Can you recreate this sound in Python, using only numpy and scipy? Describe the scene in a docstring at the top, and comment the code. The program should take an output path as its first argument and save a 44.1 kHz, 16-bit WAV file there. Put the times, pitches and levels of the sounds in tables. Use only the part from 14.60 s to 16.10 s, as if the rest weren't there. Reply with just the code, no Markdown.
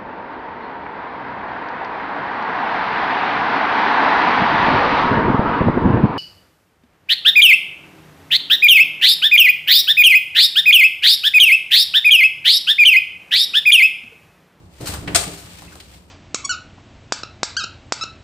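"""Snake seizing a quail

On newspaper in a plywood box, the bird is flung up, beats its wings and slaps down hard,
then scuffles more weakly in the coils. Paper crackles, claws squeak, feet and beak knock,
wings push air and bodies thud on the boards. Sharp contacts echo briefly off the walls."""
import sys
import numpy as np
from scipy import signal
from scipy.fft import rfft, irfft
from scipy.io import wavfile
from scipy.ndimage import uniform_filter1d

SR = 44100
rng = np.random.default_rng(int(sys.argv[2]) if len(sys.argv) > 2 else 0)


def dump(signal):
    """Clip the signal to [-1, 1] and save it as 16-bit WAV at the path in sys.argv[1]."""
    limited = np.clip(np.atleast_2d(signal).T, -1, 1)
    pcm = np.round(limited * 32767).astype(np.int16)
    wavfile.write(sys.argv[1], SR, pcm)


N = 66150

# room noise spectrum: freq_hz, gain_db
ROOM_COLOUR = [(20, -32), (42, -7), (65, 7.5), (110, -23.5), (170, 4), (230, -15.5), (330, -10),
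               (800, -14.5), (2500, -32), (15000, -47)]
# air pushed by the wings: time_s, level_db
WING_AIR_LEVEL = [(0, -41), (.21, -54), (.27, -30), (.34, -31.5), (.41, -35.5), (.48, -27), (.62, -31.5),
                  (.72, -43.5), (.85, -42.5), (.95, -45), (1.06, -40.5), (1.2, -48.5), (1.4, -47),
                  (1.5, -54)]
# wing air spectrum: freq_hz, gain_db
WING_AIR_COLOUR = [(20, -54), (45, -46.5), (62, -1.5), (90, -2), (135, -12), (170, -6), (230, -14.5),
                   (300, -12.5), (600, -27), (1200, -25), (15000, -105)]
# air pulses of the lunge and wing strokes: centre_s, level_db, pitch_hz
AIR_PULSES = [(.233, -23, 141), (0.295, -25.5, 94), (0.329, -31, 94), (0.392, -20, 90), (0.601, -26, 92),
              (0.681, -26, 158), (0.851, -31, 112), (1.076, -38, 90)]
# feathers and coils rubbing on paper: time_s, level_db
RUSTLE_LEVEL = [(.1, -58.5), (.13, -53), (.19, -48.5), (.23, -38.5), (.32, -30), (.39, -40.5), (.46, -47),
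                (.53, -41), (.62, -28), (.7, -35.5), (.82, -43), (.95, -40.5), (1.06, -45.5), (1.29, -49.5),
                (1.35, -44), (1.42, -54.5), (1.5, -59)]
# rubbing spectrum: freq_hz, gain_db
RUSTLE_COLOUR = [(100, -25), (500, 2.5), (1400, -1), (2500, 0.5), (4200, -3), (6000, -3.5), (8400, -7.5),
                 (11000, -7), (15000, -10.5)]
# claws sliding on paper: centre_s, level_db, pitch_hz
CLAW_SQUEAKS = [(1.081, -49, 2470), (1.124, -44.5, 1448), (1.205, -50.5, 4430)]
# feathers and scales crumpling paper: start_s, level_db, decay_s
PAPER_SWIPES = [(.209, -27, 0.01), (.256, -18.5, 0.02), (.270, -13, 0.011), (.285, -20.5, 0.0018),
                (.337, -19, 0.004), (.733, -25.5, 0.0083), (.773, -24.5, 0.036), (1.02, -34.5, 0.00099),
                (1.124, -39, 0.0066), (1.154, -33, 0.0016), (1.199, -34, 0.0046), (1.34, -46, .015)]
# crumpling spectrum: freq_hz, gain_db
SWIPE_COLOUR = [(100, -8), (500, -0.5), (1400, 2.5), (2500, -3.5), (4200, -0.5), (6000, 0), (8400, 0.5),
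                (11000, -0.5), (15000, -3.5)]
# feet and beak on the boards: start_s, level_db, decay_s, pitch_hz
BOARD_KNOCKS = [(.338, -21.5, 0.017, 1440), (0.475, -15.5, 0.0055, 2510), (.532, -33, 0.0033, 2000),
                (.868, -35.5, 0.0018, 1540), (1.021, -31, 0.0013, 1070), (1.156, -36, .002, 1080),
                (1.2, -32, 0.0042, 3600)]
# knock spectrum: pitch_ratio, gain_db
KNOCK_COLOUR = [(.05, -14), (.4, 4.5), (1, 7), (1.5, -4), (2.3, -12.5), (8, -27)]
# bodies landing: start_s, level_db, contact_s, drag_db
LANDINGS = [(0.203, -2.5, 0.0024, -28), (0.23, -10.5, 0.0013, -26.5), (0.293, -17.5, 0.00078, -31),
            (0.342, -14, 0.0044, -33.5), (0.425, 1, 0.0036, -38), (0.477, -3.5, 0.0011, -25.5),
            (0.501, -18, 0.0017, -27.5), (0.551, -2, 0.00049, -24), (0.672, -7.5, 0.00063, -27),
            (0.72, -6.5, 0.0029, -45), (1.021, -19.5, 0.00055, -58), (1.153, -20, 0.00075, -44)]
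# drag spectrum: freq_hz, gain_db
DRAG_COLOUR = [(40, -36), (120, -5), (230, -8), (400, 5), (750, -1), (1200, -14.5), (4000, -37.5),
               (15000, -52)]
# bird slapping down: start_s, level_db, decay_s
BIRD_SLAPS = [(.548, -6, 0.00087), (.5505, -5.5, 0.0078), (.557, -2.5, 0.003), (.5595, -5.5, 0.00072)]
# slap spectrum: freq_hz, gain_db
SLAP_COLOUR = [(100, -11.5), (400, -10), (800, -1.5), (1100, 1.5), (1800, -0.5), (4200, 0), (6000, 2.5),
               (8400, 1), (11000, -2.5), (15000, -11)]
# low plywood modes: freq_hz, level_db, t60_s
BOARD_MODES = [(65, -38, 0.21), (88, -32.5, 0.16), (112, -25, 0.13), (170.3, -26.5, 0.29),
               (290.6, -24.5, 0.21), (334.5, -30, 0.26), (396.2, -29.5, 0.36), (483, -31.5, 0.1),
               (665.5, -23.5, 0.1)]
# narrow wall resonances: freq_hz, width_hz, gain_db
PANEL_PEAKS = [(674, 46, 11.5), (1373, 170, 0), (2240, 340, -8), (4180, 50, 4)]
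# echo decay in the box: freq_hz, t60_s
BOX_DECAY = [(100, 0.4), (500, 0.62), (2000, 0.28), (5000, 0.32), (8500, 0.34), (15000, 0.24)]
# left-right likeness: freq_hz, correlation
STEREO_LIKENESS = [(50, 1), (150, 0.85), (350, 0.81), (700, 0.51), (1400, 0), (15000, 0.1)]
# left microphone port: freq_hz, gain_db
LEFT_PORT_COLOUR = [(1000, -2.5), (4500, 2), (6300, 0), (7600, 5.5), (8600, 7.5), (9500, 1), (12000, -2.5),
                    (15000, -1)]
# right microphone port: freq_hz, gain_db
RIGHT_PORT_COLOUR = [(1000, -2.5), (4500, 2), (6300, -6.5), (7600, -6), (8600, -10), (9500, -12.5),
                     (12000, -9.5), (15000, -1.5)]


def amp(db):
    return 10 ** (np.asarray(db) / 20)


def unit_rms(x):
    return x / np.sqrt(np.mean(x ** 2) + 1e-20)


def at_hz(points, hz):
    freq_hz, value = np.transpose(points)
    return np.interp(np.log(hz + 1), np.log(freq_hz + 1), value)


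def envelope(points):
    return amp(np.interp(np.arange(N) / SR, *np.transpose(points)))


def add(mix, start_s, sound):
    part = mix[max(round(start_s * SR), 0):][:len(sound)]
    part += sound[:len(part)]


def colour(x, points, keep_power=True, size=8192):
    """Minimum-phase filter; keep_power holds the power of white noise."""
    log_gain = np.log(amp(at_hz(points, abs(np.fft.fftfreq(size, 1 / SR)))))
    taps = irfft(np.exp(np.conj(signal.hilbert(log_gain)))[:size // 2 + 1])[:size // 2]
    return signal.fftconvolve(x, taps / (np.linalg.norm(taps) if keep_power else 1))[:N]


def stereo(a, b):
    """Two unrelated signals to left and right, alike in the bass."""
    likeness = np.clip(at_hz(STEREO_LIKENESS, np.fft.rfftfreq(len(a), 1 / SR)), -1, 1)
    mid = rfft(a) * np.sqrt((1 + likeness) / 2)
    side = rfft(b) * np.sqrt((1 - likeness) / 2)
    return irfft(np.array([mid + side, mid - side]), len(a))


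def whiten(x, smooth_hz=120):
    size = 2 * x.shape[-1]
    spectrum = rfft(x, size)
    power = uniform_filter1d(abs(spectrum) ** 2, max(round(smooth_hz * size / SR), 1))
    return irfft(spectrum / np.sqrt(abs(power) + 1e-12), size)[..., :x.shape[-1]]


def bursts(rows, rise_s):
    """Clusters of tiny snaps, as pitchless decaying noise."""
    out, t = np.zeros(N), np.arange(SR // 6) / SR
    for start_s, db, decay_s in rows:
        burst = whiten(rng.standard_normal(len(t)) * (1 - np.exp(-t / rise_s)) * np.exp(-t / decay_s))
        add(out, start_s, 4 * amp(db) * burst / np.linalg.norm(burst))
    return out


def room_noise(level_db=-49.5):
    """Quiet, steady, mostly bass."""
    sides = [unit_rms(colour(rng.standard_normal(N), ROOM_COLOUR)) for _ in range(2)]
    return amp(level_db) * stereo(*sides)


def box(x, direct_db=-1, early_db=4, tail_db=-0.5, early_decay_s=0.0051, tail_rise_s=0.0081):
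    """Direct sound, dense echoes off the near walls, short tail."""
    t = np.arange(SR * 3 // 4) / SR
    shape = (2, len(t))
    reflections = rng.standard_normal(shape) * (rng.random(shape) < 0.1)
    early = whiten(reflections * np.exp(-t / early_decay_s))
    hz, frame_s, spectra = signal.stft(rng.standard_normal(shape), SR, nperseg=256)
    spectra *= amp(-60 * frame_s / at_hz(BOX_DECAY, hz)[:, None])
    tail = signal.istft(spectra, SR, nperseg=256)[1][:, :len(t)] * (1 - np.exp(-t / tail_rise_s))
    echoes = (amp(early_db) * unit_rms(early) + amp(tail_db) * unit_rms(tail)) / np.sqrt(len(t))
    return amp(direct_db) * x + stereo(*signal.fftconvolve(x[None], echoes, axes=1)[:, :N])


def board_ring(contact_s):
    """Boards after one blow; longer contact leaves only the low modes."""
    t = np.arange(SR // 2) / SR
    modes = [amp(db - 60 * t / t60_s) * np.sin(2 * np.pi * hz * t) / (1 + (hz * contact_s) ** 2)
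             for hz, db, t60_s in BOARD_MODES]
    return sum(modes) * (1 - np.exp(-t / contact_s))


def panel_ring(x):
    """Plywood walls ring on at a few pitches."""
    return x + sum(amp(db) * signal.lfilter(*signal.iirpeak(hz, hz / width_hz, SR), x)
                   for hz, width_hz, db in PANEL_PEAKS)


def wing_air(boom_db=-7.5):
    """Low buffeting; part of it booms in the board modes."""
    air = stereo(*[unit_rms(colour(rng.standard_normal(N), WING_AIR_COLOUR)) for _ in range(2)])
    drive = rng.standard_normal(N + SR // 2)
    boom = unit_rms(signal.fftconvolve(drive, board_ring(contact_s=0.0079), "valid")[:N])
    return unit_rms(air + amp(boom_db) * boom) * envelope(WING_AIR_LEVEL)


def whumps(half_width_s=0.0084):
    """A sweep of body or wing gives a brief low pressure swell."""
    t = np.arange(N) / SR
    return sum(amp(db) * np.exp(-((t - at_s) / half_width_s) ** 2) * np.sin(2 * np.pi * hz * (at_s - t))
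               for at_s, db, hz in AIR_PULSES)


def rustle(gain_db=-1.5, grains_per_s=20000, spread_db=2.4, flutter_db=1.67, flutter_s=0.0074):
    """Dense friction grains on paper, in uneven clumps."""
    sizes = amp(spread_db * np.minimum(rng.exponential(1, (2, N)), 5)) * rng.choice([-1, 1], (2, N))
    flutter = unit_rms(uniform_filter1d(rng.standard_normal(N), round(flutter_s * SR)))
    hits = rng.random((2, N)) < grains_per_s / SR
    grains = unit_rms(sizes * hits * amp(flutter_db * flutter)) * envelope(RUSTLE_LEVEL)
    return amp(gain_db) * stereo(*[colour(side, RUSTLE_COLOUR) for side in grains])


def squeaks(half_width_s=0.0077, sag_per_s=3, jitter_hz=283):
    """A claw sticks and slips: a short rough tone that sags as it slows."""
    out = np.zeros(N)
    for centre_s, db, hz in CLAW_SQUEAKS:
        t = np.arange(N) / SR - centre_s
        tremble = unit_rms(uniform_filter1d(rng.standard_normal(N), size=48))
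        pitch_hz = hz * (1 - sag_per_s * t) + jitter_hz * tremble
        out += amp(db) * np.exp(-(t / half_width_s) ** 2) * np.sin(2 * np.pi * np.cumsum(pitch_hz) / SR)
    return out


def drags(gain_db=12, decay_s=0.024):
    """Dull scrape of a body at each landing."""
    rows = [(start_s, drag_db, decay_s) for start_s, _, _, drag_db in LANDINGS]
    return amp(gain_db) * stereo(*[colour(bursts(rows, rise_s=0.00064), DRAG_COLOUR) for _ in range(2)])


def swipes():
    """Feathers and scales crumple the paper."""
    return colour(bursts(PAPER_SWIPES, rise_s=0.00047), SWIPE_COLOUR)


def knocks():
    """Feet and beak clack on the boards, each hit around its own pitch."""
    out = np.zeros(N)
    for start_s, db, decay_s, pitch_hz in BOARD_KNOCKS:
        spectrum = [(pitch_hz * ratio, gain_db) for ratio, gain_db in KNOCK_COLOUR]
        out += colour(bursts([(start_s, db, decay_s)], rise_s=0.00022), spectrum)
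    return out


def thuds():
    """Landing bodies ring the boards."""
    out = np.zeros(N)
    for start_s, db, contact_s, _ in LANDINGS:
        add(out, start_s, amp(db) * board_ring(contact_s))
    return out


def slaps():
    """The bird hits the paper hard and rings the walls."""
    return panel_ring(colour(bursts(BIRD_SLAPS, rise_s=0.0001), SLAP_COLOUR))


def scene():
    """Each kind of sharp contact has its own spot in the box, so its own echoes."""
    slap, swipe = slaps(), swipes()
    contacts = box(slap) + box(knocks()) + box(swipe) + box(squeaks())
    return contacts + rustle() + thuds() + drags() + whumps() + wing_air() + room_noise()


def record(dry):
    """Microphone port colour, peak clipping, band limit."""
    left = colour(dry[0], LEFT_PORT_COLOUR, keep_power=False)
    right = colour(dry[1], RIGHT_PORT_COLOUR, keep_power=False)
    lowpass = signal.firwin(401, cutoff=15500, window=("kaiser", 8), fs=SR)
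    return signal.oaconvolve(np.clip([left, right], -1, 1), lowpass[None], "same")


dry = scene()
out = record(dry)
dump(out)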